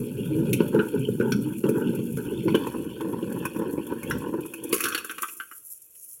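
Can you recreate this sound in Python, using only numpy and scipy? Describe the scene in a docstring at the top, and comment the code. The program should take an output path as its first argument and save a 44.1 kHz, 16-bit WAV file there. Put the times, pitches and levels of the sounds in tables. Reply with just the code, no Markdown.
"""Indoors, a plastic salad spinner is cranked by hand: basket and gears rumble and chatter in the hollow bowl.
The knob is let go and the basket coasts with a loose rattle; then the lid is pulled off with a clatter,
leaving a hiss of sliding plastic at first, then soft rustles, probably of clothing, and faint ticks.
Random contacts and impacts drive filters that stand for bowl, lid, edges and axle; a short room tail
and a faint hush surround them."""
import sys
import numpy as np
from scipy import signal
from scipy.fft import rfft, irfft, next_fast_len
from scipy.io import wavfile
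from scipy.ndimage import uniform_filter1d, map_coordinates

SR = 44100
rng = np.random.default_rng(int(sys.argv[2]) if len(sys.argv) > 2 else 0)


def unload_wav(signal):
    """Save mono or channel-first audio to the path in sys.argv[1] as 16-bit WAV at rate SR, clipped to [-1, 1]."""
    wavfile.write(
        sys.argv[1],
        SR,
        np.round(np.clip(np.atleast_2d(signal).T, -1, 1) * 32767).astype(np.int16),
    )


N = 273420

# Times in seconds: the knob is let go, the lid leaves the bowl.
STAGE_STARTS_S = [2.54, 4.72]
# Responses of the bowl when cranked, coasting and open. Each row: frequency in Hz, relative level in dB.
CRANKED_BOWL = [(25, -45), (45, -54.5), (75, -19), (105, -5), (145, 0.5), (225, 0.5), (300, -5.5),
                (400, 0.5), (500, -7), (570, -18.5), (660, -40.5), (1000, -66)]
COASTING_BOWL = [(25, -50.5), (55, -16), (100, -7.5), (150, -1), (240, 0.5), (330, 3.5), (490, -1.5),
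                 (570, -11.5), (660, -30), (800, -21.5), (1200, -73)]
OPENED_BOWL = [(25, -56.5), (80, -12.5), (170, -12.5), (260, -3.5), (330, 1), (430, -4.5), (500, -3.5),
               (570, -21), (680, -43), (1200, -70.5)]
# Responses of hard edges, bright snaps and hiss. Each row: frequency in Hz, relative level in dB.
EDGE_RESPONSE = [(1200, -33), (1900, -3.5), (2250, 3), (2550, 8), (2900, 1), (3400, -4.5), (3900, -13),
                 (4400, -5), (4900, -15.5), (5600, 0), (7500, -29)]
SNAP_RESPONSE = [(3500, -46), (4900, -12), (5600, -6.5), (7000, 0.5), (8200, -5), (10700, 8.5),
                 (13000, 1.5), (16000, -1)]
HISS_RESPONSE = [(2760, -46.5), (4700, -29), (4870, -44.5), (5230, -16), (5480, -17), (6070, -14.5),
                 (7270, -7.5), (8130, -11.5), (10700, 2), (14500, -6), (15400, -13), (16000, -4)]
# Lid resonances when seated, riding loose and lifted. Each row: centre in Hz, width in Hz, relative level in dB.
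SEATED_LID = [(860, 76, 2.5), (964, 99, 1), (1100, 76, -9), (1398, 188, -3.5), (1473, 67, 5),
              (1574, 83, -1.5)]
RIDING_LID = [(831, 90, -2), (983, 140, 5), (1115, 110, -2), (1460, 390, -7.5), (1520, 140, 1.5),
              (1760, 100, -6.5)]
LIFTED_LID = [(901, 81, -12.5), (1086, 70, 2), (1270, 216, 0.5), (1369, 98, 4), (1546, 54, 3.5),
              (1690, 80, -20), (1663, 30, 1.5)]


def amp(db):
    """Decibels to gain."""
    return 10 ** (np.asarray(db) / 20)


def unit(x):
    """x at rms 1."""
    return x / np.sqrt(np.mean(x ** 2) + 1e-20)


def along(points, hz):
    """(Hz, value) points read on a log frequency axis."""
    f, v = np.transpose(points)
    return np.interp(np.log(hz + 1), np.log(f + 1), v)


def curves(rows):
    """One value per sample for each column after the time."""
    s, *cols = np.transpose(rows)
    return [np.interp(np.arange(N) / SR, s, c) for c in cols]


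def wobble(rate):
    """A smooth random curve, rate knots a second."""
    knots = rng.standard_normal(int(N * rate / SR) + 4)
    return map_coordinates(knots, [np.arange(N) * rate / SR])


def body(spectrum, size=8192):
    """Causal, minimum-phase impulse response of a body with this spectrum."""
    gain = amp(along(spectrum, np.fft.rfftfreq(size, 1 / SR)))
    cepstrum = irfft(np.log(gain))
    cepstrum[1:size // 2] *= 2
    cepstrum[size // 2 + 1:] = 0
    return irfft(np.exp(rfft(cepstrum)))[:size // 2]


def focus(hz, centre_hz, db_per_octave):
    """Level change in dB, negative for resonances away from those that a contact excites best."""
    return -db_per_octave * np.abs(np.log2(hz / centre_hz))


def struck(spectrum, centre_hz, db_per_octave):
    """A body's response to a contact that favours the resonances near centre_hz."""
    return body([(hz, db + focus(hz, centre_hz, db_per_octave)) for hz, db in spectrum])


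def shell(modes, size=4096):
    """Impulse response of the lid, which radiates mainly around its resonances."""
    f = np.fft.rfftfreq(size, 1 / SR)
    response = 0
    for k, (hz, width_hz, db) in enumerate(modes):
        resonance = 1j * f * width_hz / (hz * hz - f * f + 1j * f * width_hz)
        response = response + (-1) ** k * amp(db) * resonance
    radiation = signal.butter(3, [760, 1900], "bandpass", fs=SR, output="sos")
    return signal.sosfilt(radiation, irfft(response))


def contacts(rate, spread_db, smooth):
    """Tiny impacts at random times and of uneven size, over a share of smooth friction."""
    sizes = amp(spread_db * np.clip(rng.standard_normal(N), -2, 2)) * rng.choice([-1, 1], N)
    impacts = sizes * (rng.random(N) < rate / SR)
    return unit(impacts) + smooth * rng.standard_normal(N)


def ring(force, response):
    """A body driven by a force, at rms 1."""
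    return unit(signal.fftconvolve(force, response)[:N])


def blow(response, t60, scuff, rise, size=6000, count=440):
    """One impact with a short chatter after it, at rms 1 over its first 10 ms."""
    t = np.arange(size) / SR
    force = rng.standard_normal(size) * amp(-60 * t / t60) * (1 - np.exp(-t / rise))
    force *= scuff / np.linalg.norm(force)
    force[0] += 1
    sound = signal.fftconvolve(force, response)[:size]
    return sound / np.sqrt(np.mean(sound[:count] ** 2))


def add(track, s, sound):
    """Mix a sound into the track at time s."""
    part = track[round(s * SR):][:len(sound)]
    part += sound[:len(part)]


def band(centre_hz, width_hz):
    """Narrow noise of rms 1 around a moving centre."""
    phase = 2 * np.pi * np.cumsum(centre_hz) / SR
    return unit(wobble(width_hz) * np.cos(phase) + wobble(width_hz) * np.sin(phase))


def patchy(x, depth_db, size=512, count=3):
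    """A smooth random gain over pitch and time makes the sound swell and fade in patches; rms 1."""
    z = signal.stft(x, nperseg=size)[2]
    field = uniform_filter1d(rng.standard_normal(z.shape), count, 0)
    field = uniform_filter1d(field, 2 * count, 1)
    shaped = signal.istft(z * amp(depth_db * unit(field)), nperseg=size)[1]
    return unit(shaped[:len(x)])


def swell(s, length):
    """Envelope of a contact that is full at time s, sags from then on and dies away after its length."""
    attack_s, release_s, sag_db_per_s = 0.02, 0.05, 16.5
    t = np.arange(N) / SR - s
    attack = np.clip(1 + t / attack_s, 0, 1)
    sag = amp(-sag_db_per_s * np.maximum(t, 0))
    return attack * sag * np.exp(-np.maximum(t - length, 0) / release_s)


def stages():
    """Weights per sample of the three stages: cranked, coasting, open."""
    stage = np.searchsorted(STAGE_STARTS_S, np.arange(N) / SR)
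    return uniform_filter1d(np.eye(3)[:, stage], size=440, axis=1)  # 10 ms crossfade


def hush():
    """Faint steady room noise: white noise through a fixed spectrum."""
    # Each row: frequency in Hz, relative level in dB.
    hush_response = [(20, -25.5), (55, -6.5), (120, -3), (220, -19.5), (480, -5), (700, -19.5),
                     (2600, -20.5), (4700, -28), (10000, -6.5), (16000, -14)]
    return amp(-64.5) * ring(rng.standard_normal(N), body(hush_response))


def room(x):
    """A small room's tail, 5 ms late; each frequency dies at its own speed."""
    # Each row: frequency in Hz, 60 dB decay time in seconds.
    decay_s = [(150, 0.26), (1500, 0.31), (5000, 0.35), (14000, 0.15)]
    hz, t, z = signal.stft(rng.standard_normal(SR // 2), SR, nperseg=256)
    fade = amp(-60 * t / along(decay_s, hz)[:, None])
    tail = signal.istft(z * fade, SR, nperseg=256)[1]
    delayed = np.pad(x, (SR // 200, 0))
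    return signal.fftconvolve(delayed, tail / np.linalg.norm(tail))[:N]


def rock():
    """The bowl is nudged once on the table: a dull thump of noise through the whole bowl."""
    # Each row: frequency in Hz, relative level in dB.
    base_response = [(25, -52), (70, -5), (140, 1.5), (200, -1.5), (400, -46)]
    centre_s, width_s, level_db = 4.14, 0.046, -32
    tilt = np.exp(-((np.arange(N) / SR - centre_s) / width_s) ** 2 / 2)
    return amp(level_db) * tilt * ring(rng.standard_normal(N), body(base_response))


def axle():
    """The axle rubs in its seat; when it presses harder, a gritty swish rises out of the rub."""
    # Each row: time in seconds, rub level in dB.
    rub_level = [(0, -56), (0.75, -52.5), (1.1, -59), (1.25, -58), (1.58, -59.5), (1.9, -53.5), (2.1, -59),
                 (2.4, -53.5), (2.56, -49.5), (2.8, -56.5), (3.9, -60), (4.12, -54.5), (4.4, -59.5),
                 (4.7, -53.5), (5.13, -57.5), (5.7, -79.5)]
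    # Each row: frequency in Hz, relative level in dB.
    rub_response = [(1700, -28.5), (2100, -14.5), (2500, 5.5), (2850, -1), (3400, -3), (3900, -22.5),
                    (4400, -7.5), (4900, -27), (5500, -12.5), (6500, -43)]
    # Hard presses. Each row: start in seconds, length in seconds, level in dB.
    swishes = [(0.17, 0.12, -54), (0.56, 0.05, -50), (1.02, 0.027, -48.5), (1.22, 0.04, -50),
               (1.44, 0.042, -54), (1.83, 0.047, -52), (1.95, 0.035, -54), (2.275, 0.07, -48.5),
               (2.42, 0.069, -53), (2.87, 0.084, -53.5), (3.35, 0.11, -54), (3.81, 0.06, -54.5),
               (4.05, 0.057, -47), (4.58, 0.12, -57.5)]
    start_hz, rise_hz, rise_s = 2750, 510, 0.044  # a swish climbs as the pressure builds
    rub_db, = curves(rub_level)
    rub_contacts = contacts(rate=1700, spread_db=8, smooth=0.35)
    rub = patchy(ring(rub_contacts, body(rub_response)), depth_db=4.0)
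    pressure = np.array([amp(db) * swell(s, length) for s, length, db in swishes])
    strongest_start_s = np.array(swishes)[pressure.argmax(axis=0), 0]
    age_s = np.maximum(np.arange(N) / SR - strongest_start_s, 0)
    swish_hz = start_hz + rise_hz * (1 - np.exp(-age_s / rise_s))
    grit = patchy(band(swish_hz, width_hz=850) * amp(4.8 * wobble(260)), depth_db=5.0)
    return amp(rub_db + 1.8 * wobble(30)) * rub + pressure.sum(axis=0) * grit


def slide():
    """Fine, grainy hiss of sliding plastic that sinks while coasting; later soft rustles, probably of clothing."""
    # Hiss with the lid off: sliding plastic at first, then soft rustles. Each row: time in seconds, level in dB.
    open_level = [(4.72, -39.5), (4.76, -31), (4.9, -44), (5.02, -46), (5.14, -52), (5.25, -41.5),
                  (5.37, -42.5), (5.45, -50.5), (5.57, -44.5), (5.63, -52), (5.71, -40), (5.79, -54),
                  (6.0, -48.5), (6.09, -40.5), (6.14, -43.5), (6.2, -50.5)]
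    cranked_db, release_db, sag_db, sag_s = -49.5, -48, 5.5, 0.7
    open_db, = curves(open_level)
    cranked, coasting, opened = stages()
    free_s = np.maximum(np.arange(N) / SR - STAGE_STARTS_S[0], 0)
    coasting_db = release_db - sag_db * (1 - np.exp(-free_s / sag_s))
    slide_db = cranked * cranked_db + coasting * coasting_db + opened * open_db
    grain = contacts(rate=900, spread_db=10.0, smooth=1.3)
    hiss = patchy(ring(grain, body(HISS_RESPONSE)), depth_db=2.9)
    return amp(slide_db + 2.6 * wobble(45)) * hiss


def scrape():
    """The lid's edge catches and slips on the rim as it is pulled off: a dense run of contacts."""
    start_s, length_s, level_db = 4.74, 0.19, -43
    slips = contacts(rate=310, spread_db=6, smooth=.25)
    scraped = ring(slips, body(EDGE_RESPONSE)) + 0.8 * ring(slips, body(SNAP_RESPONSE))
    return amp(level_db) * swell(start_s, length_s) * scraped


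def grazes(count=5):
    """(s, dB) of one graze per revolution of the slowing basket, each revolution longer than the last."""
    start_s, revolution_s, slowing, graze_db = 3.323, 0.131, 1.024, -35.5  # dB as in the tick table
    return [(start_s + revolution_s * np.sum(slowing ** np.arange(k)), graze_db) for k in range(count)]


def ticks():
    """The rim grazes the wall too lightly to move the bowl: short bright blows through the hiss response."""
    # Stray ticks of the basket's rim. Each row: time in seconds, level in dB before the common trim.
    stray_ticks = [(0.6794, -33.5), (0.883, -35.5), (1.8921, -40), (1.9495, -33), (2.123, -36.5),
                   (3.3862, -38), (4.098, -29), (4.182, -35.5), (4.4059, -36.5), (4.4593, -33.5),
                   (4.6365, -26.5), (4.6906, -32.5), (5.8177, -37.5)]
    trim_db = -7.0
    out, rim = np.zeros(N), body(HISS_RESPONSE)
    for s, db in list(stray_ticks) + grazes():
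        add(out, s, amp(db + trim_db) * blow(rim, t60=0.055, scuff=8, rise=0.0023))
    return out


def knocks():
    """Crank, basket and lid knock: each thuds in the bowl, rings the lid, clacks and snaps at hard edges."""
    # Each row: time in seconds, bowl thud in dB, lid ring in dB, ring centre in Hz, edge clack in dB,
    # clack centre in Hz, snap in dB; all levels before the trims below.
    knock_rows = [(0.531, -44, -51, 1570, -26, 2800, -21.5), (0.604, -9, -30.5, 1150, -34, 2800, -49),
                  (0.728, -22, -41, 1020, -65, 2800, -49), (0.746, -10.5, -43, 1060, -46, 2800, -44),
                  (0.792, -17.5, -29.5, 1370, -33, 2800, -55), (0.799, -31.5, -22.5, 1440, -50, 2500, -53),
                  (1.086, -15, -49, 1420, -65, 3000, -46), (1.2, -13, -34.5, 1453, -47.5, 3100, -57),
                  (1.211, -28, -26.5, 1490, -42, 2800, -61), (1.321, -38, -27.5, 1430, -27.5, 4300, -33),
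                  (1.639, -12, -38, 1200, -39, 3000, -48), (1.69, -13.5, -39.5, 1340, -40.5, 3000, -32),
                  (1.989, -18, -51, 1070, -46, 2600, -55), (2.172, -25, -42.5, 1388, -47.5, 2700, -39),
                  (2.482, -17, -28.5, 1060, -34.5, 2900, -62), (2.545, -11.5, -29, 1180, -27.5, 2900, -60),
                  (2.55, -16, -27, 1409, -29.5, 3000, -32.5), (2.67, -21.5, -28, 1000, -41.5, 2800, -38),
                  (2.746, -27.5, -33, 950, -67, 3100, -63), (3.009, -38, -33, 1010, -43, 2900, -42),
                  (3.226, -20.5, -55, 1070, -47.5, 2900, -54), (3.453, -51, -26, 1310, -31, 2700, -29.5),
                  (3.563, -20, -36, 1023, -47, 2700, -48), (3.62, -25, -36, 1022, -52, 2600, -65.5),
                  (3.778, -20, -42, 1040, -48, 2600, -63), (3.923, -19.5, -35, 1130, -52.5, 2700, -64),
                  (4.031, -46, -42.5, 1300, -39.5, 2600, -35.5),
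                  (4.111, -41.5, -22.5, 1520, -29.5, 3000, -37),
                  (4.34, -21.5, -34, 1012, -64.5, 2700, -56.5), (4.537, -36.5, -43, 1346, -34.5, 2600, -33),
                  (4.728, -14.5, -30.5, 1128, -24, 3100, -19), (4.742, -26, -35.5, 1118, -39, 3300, -20),
                  (4.806, -35, -32, 1260, -27.5, 3200, -21.5), (4.839, -28, -31.5, 1380, -25.5, 3400, -22),
                  (4.856, -31, -24, 1500, -29.5, 3200, -28), (4.885, -37, -39.5, 1620, -37.5, 3500, -25),
                  (4.925, -43.5, -32, 1440, -32, 3000, -45), (4.948, -30.5, -25.5, 1500, -24, 3000, -25.5),
                  (4.978, -45, -37.5, 1510, -29.5, 3300, -29.5), (5.046, -40.5, -34, 1510, -43, 3100, -31),
                  (5.096, -47, -31, 1460, -34.5, 2800, -42), (5.112, -51, -33.5, 1550, -41.5, 2800, -32.5),
                  (5.183, -43, -34.5, 1290, -35.5, 2500, -36), (5.221, -40, -39.5, 1280, -44, 2700, -23.5),
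                  (5.232, -42, -24, 1170, -33, 2700, -47), (5.286, -64, -50, 1500, -40, 2700, -48),
                  (5.401, -50, -28.5, 1462, -38.5, 2500, -46.5),
                  (5.514, -56.5, -41, 1330, -48.5, 2400, -58.5),
                  (5.952, -82.5, -75, 1380, -62.5, 2900, -49.5)]
    # 60 dB decay in seconds of the lid's judder after a knock: cranked, coasting, open.
    judder_s = [0.081, 0.041, 0.064]
    thud_hz, lead_s = 393, 0.002  # the lid is brushed just before a knock lands
    out = np.zeros(N)
    bowl_spectra = CRANKED_BOWL, COASTING_BOWL, OPENED_BOWL
    bowls = [struck(b, thud_hz, db_per_octave=6.5) for b in bowl_spectra]
    lids = SEATED_LID, RIDING_LID, LIFTED_LID
    snap = body(SNAP_RESPONSE)
    for s, thud_db, ring_db, ring_hz, clack_db, clack_hz, snap_db in knock_rows:
        stage = np.searchsorted(STAGE_STARTS_S, s)
        # ring and clack centres favour nearby resonances; the edge's levels also vary at random
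        lid = shell([(hz, width, db + focus(hz, ring_hz, db_per_octave=36.0)) for hz, width, db in lids[stage]])
        edge = body([(hz, db + focus(hz, clack_hz, db_per_octave=13.5) + rng.normal(0, 6.6))
                     for hz, db in EDGE_RESPONSE])
        add(out, s, amp(thud_db - 4.0) * blow(bowls[stage], t60=0.016, scuff=0.87, rise=0.0024))
        add(out, s - lead_s, amp(ring_db - 3.0) * blow(lid, t60=judder_s[stage], scuff=.9, rise=0.0055))
        add(out, s, amp(clack_db - 3.26) * blow(edge, t60=0.061, scuff=1.64, rise=0.0013))
        add(out, s, amp(snap_db - 4.0) * blow(snap, t60=0.061, scuff=6, rise=0.00052))
    return out


def pitch_swing(knots_s):
    """An irregular cosine swing between -1 and 1; the knots are not in strict time order."""
    return np.cos(2 * np.pi * np.interp(np.arange(N) / SR, knots_s, np.arange(len(knots_s))))


def surges():
    """Gains of rumble and chatter as the gears bite or rattle, and at last as the lid clatters off."""
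    # The last row is the lid clattering as it is pulled off.
    # Each row: start in seconds, length in seconds, rumble in dB, chatter in dB.
    surge_rows = [(0.0, 0.02, -34.5, -55.5), (0.306, 0.19, -30, -55.5), (0.606, 0.055, -26, -47),
                  (0.744, 0.055, -21, -34), (0.943, 0.024, -25.5, -48.5), (1.222, 0.044, -24, -42.5),
                  (1.465, 0.015, -34.5, -48), (1.656, 0.035, -21.5, -42), (1.755, 0.035, -36, -41),
                  (1.821, 0.12, -28, -50), (2.187, 0.1, -36, -49.5), (2.326, 0.014, -29.5, -58.5),
                  (2.465, 0.025, -21.5, -52), (2.555, 0.09, -31, -38), (2.767, 0.041, -33.5, -47.5),
                  (3.021, 0.12, -28, -43), (3.294, 0.032, -32, -43), (3.556, 0.19, -27.5, -42.5),
                  (3.9, 0.021, -34, -41), (4.095, 0.14, -33, -42), (4.3, 0.084, -32, -49.5),
                  (4.624, 0.14, -34, -49), (4.852, 0.13, -47, -40)]
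    shapes = np.array([swell(s, length) for s, length, _, _ in surge_rows])
    return amp(np.array(surge_rows)[:, 2:]).T @ shapes


def spin():
    """The basket bumps on its pivot and shakes the bowl; the gear teeth whirr and chatter in the lid."""
    # Roll of the basket while cranked, then coasting and dying away. Each row: time in seconds, level in dB.
    roll_level = [(0, -29.5), (0.12, -29.5), (0.45, -24.5), (0.92, -31.5), (1.4, -27), (1.6, -33.5),
                  (2.0, -29), (2.22, -31), (2.4, -28.5), (2.95, -39.5), (3.4, -31.5), (3.52, -38),
                  (4.3, -35), (4.55, -41.5), (4.9, -43), (5.1, -52), (5.7, -81)]
    # Chatter between surges, in dB over the roll: cranked, coasting, open.
    idle_chatter_db = [-30.5, -16, -5]
    # Knots in seconds of an irregular swing of the whirr's pitch, not in strict time order.
    swing_knots_s = [-0.61, 0.5, 0.72, 1.63, 1.52, 2.5, 2.5, 3, 3.5, 4.5, 4.5]
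    roll_hz, surge_hz = 176, 360  # harder contact wakes higher resonances of the bowl
    whirr_centre_hz, whirr_swing_hz = 281, 50.18
    roll_db, = curves(roll_level)
    cranked, coasting, opened = weights = stages()
    rumble_surge, chatter_surge = surges()
    chatter_gain = np.hypot(amp(roll_db + np.dot(idle_chatter_db, weights)), chatter_surge)
    whirr_hz = whirr_centre_hz + whirr_swing_hz * pitch_swing(swing_knots_s)
    out = np.zeros(N)
    for gain, centre_hz in (amp(roll_db), roll_hz), (rumble_surge, surge_hz):
        # under load the teeth stay in touch; with slack they bounce in clusters
        driven = contacts(rate=700, spread_db=2.5, smooth=0.51)
        loose = contacts(rate=230, spread_db=2.0, smooth=0.47) * amp(3.1 * wobble(55))
        whirr = band(whirr_hz, width_hz=36)
        cranked_rumble = ring(driven, struck(CRANKED_BOWL, centre_hz, db_per_octave=5.0))
        cranked_rumble = patchy(cranked_rumble, depth_db=4.0, size=1024)
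        coasting_rumble = ring(loose, struck(COASTING_BOWL, centre_hz, db_per_octave=2))
        coasting_rumble = patchy(coasting_rumble, depth_db=2.5, size=1024)
        out += gain * cranked * (0.97 * cranked_rumble + 0.5 * whirr)
        out += gain * coasting * (0.98 * coasting_rumble + 0.43 * whirr)
        out += gain * opened * ring(loose, body(OPENED_BOWL))
    # the surge contacts, last in the loop, also drive the lid
    chatter = cranked * ring(driven, shell(SEATED_LID)) + opened * ring(driven, shell(LIFTED_LID))
    clack = 0.058 * ring(loose, body(EDGE_RESPONSE))  # bouncing teeth also clack
    chatter += coasting * (ring(loose, shell(RIDING_LID)) + clack)
    return out + chatter_gain * patchy(chatter, depth_db=3.5)


def scene():
    """The spinner close by, its room and a faint steady hush."""
    spinner = rock() + axle() + slide() + scrape() + ticks() + knocks() + spin()
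    return (spinner + amp(-13.0) * room(spinner) + hush())[None]


def record(dry):
    """Band limit: nothing at or above top_hz passes."""
    top_hz = 16000
    size = next_fast_len(N + SR // 2)
    passed = np.fft.rfftfreq(size, 1 / SR) < top_hz
    return irfft(rfft(dry, size) * passed, size)[:, :N]


dry = scene()
out = record(dry)
unload_wav(out)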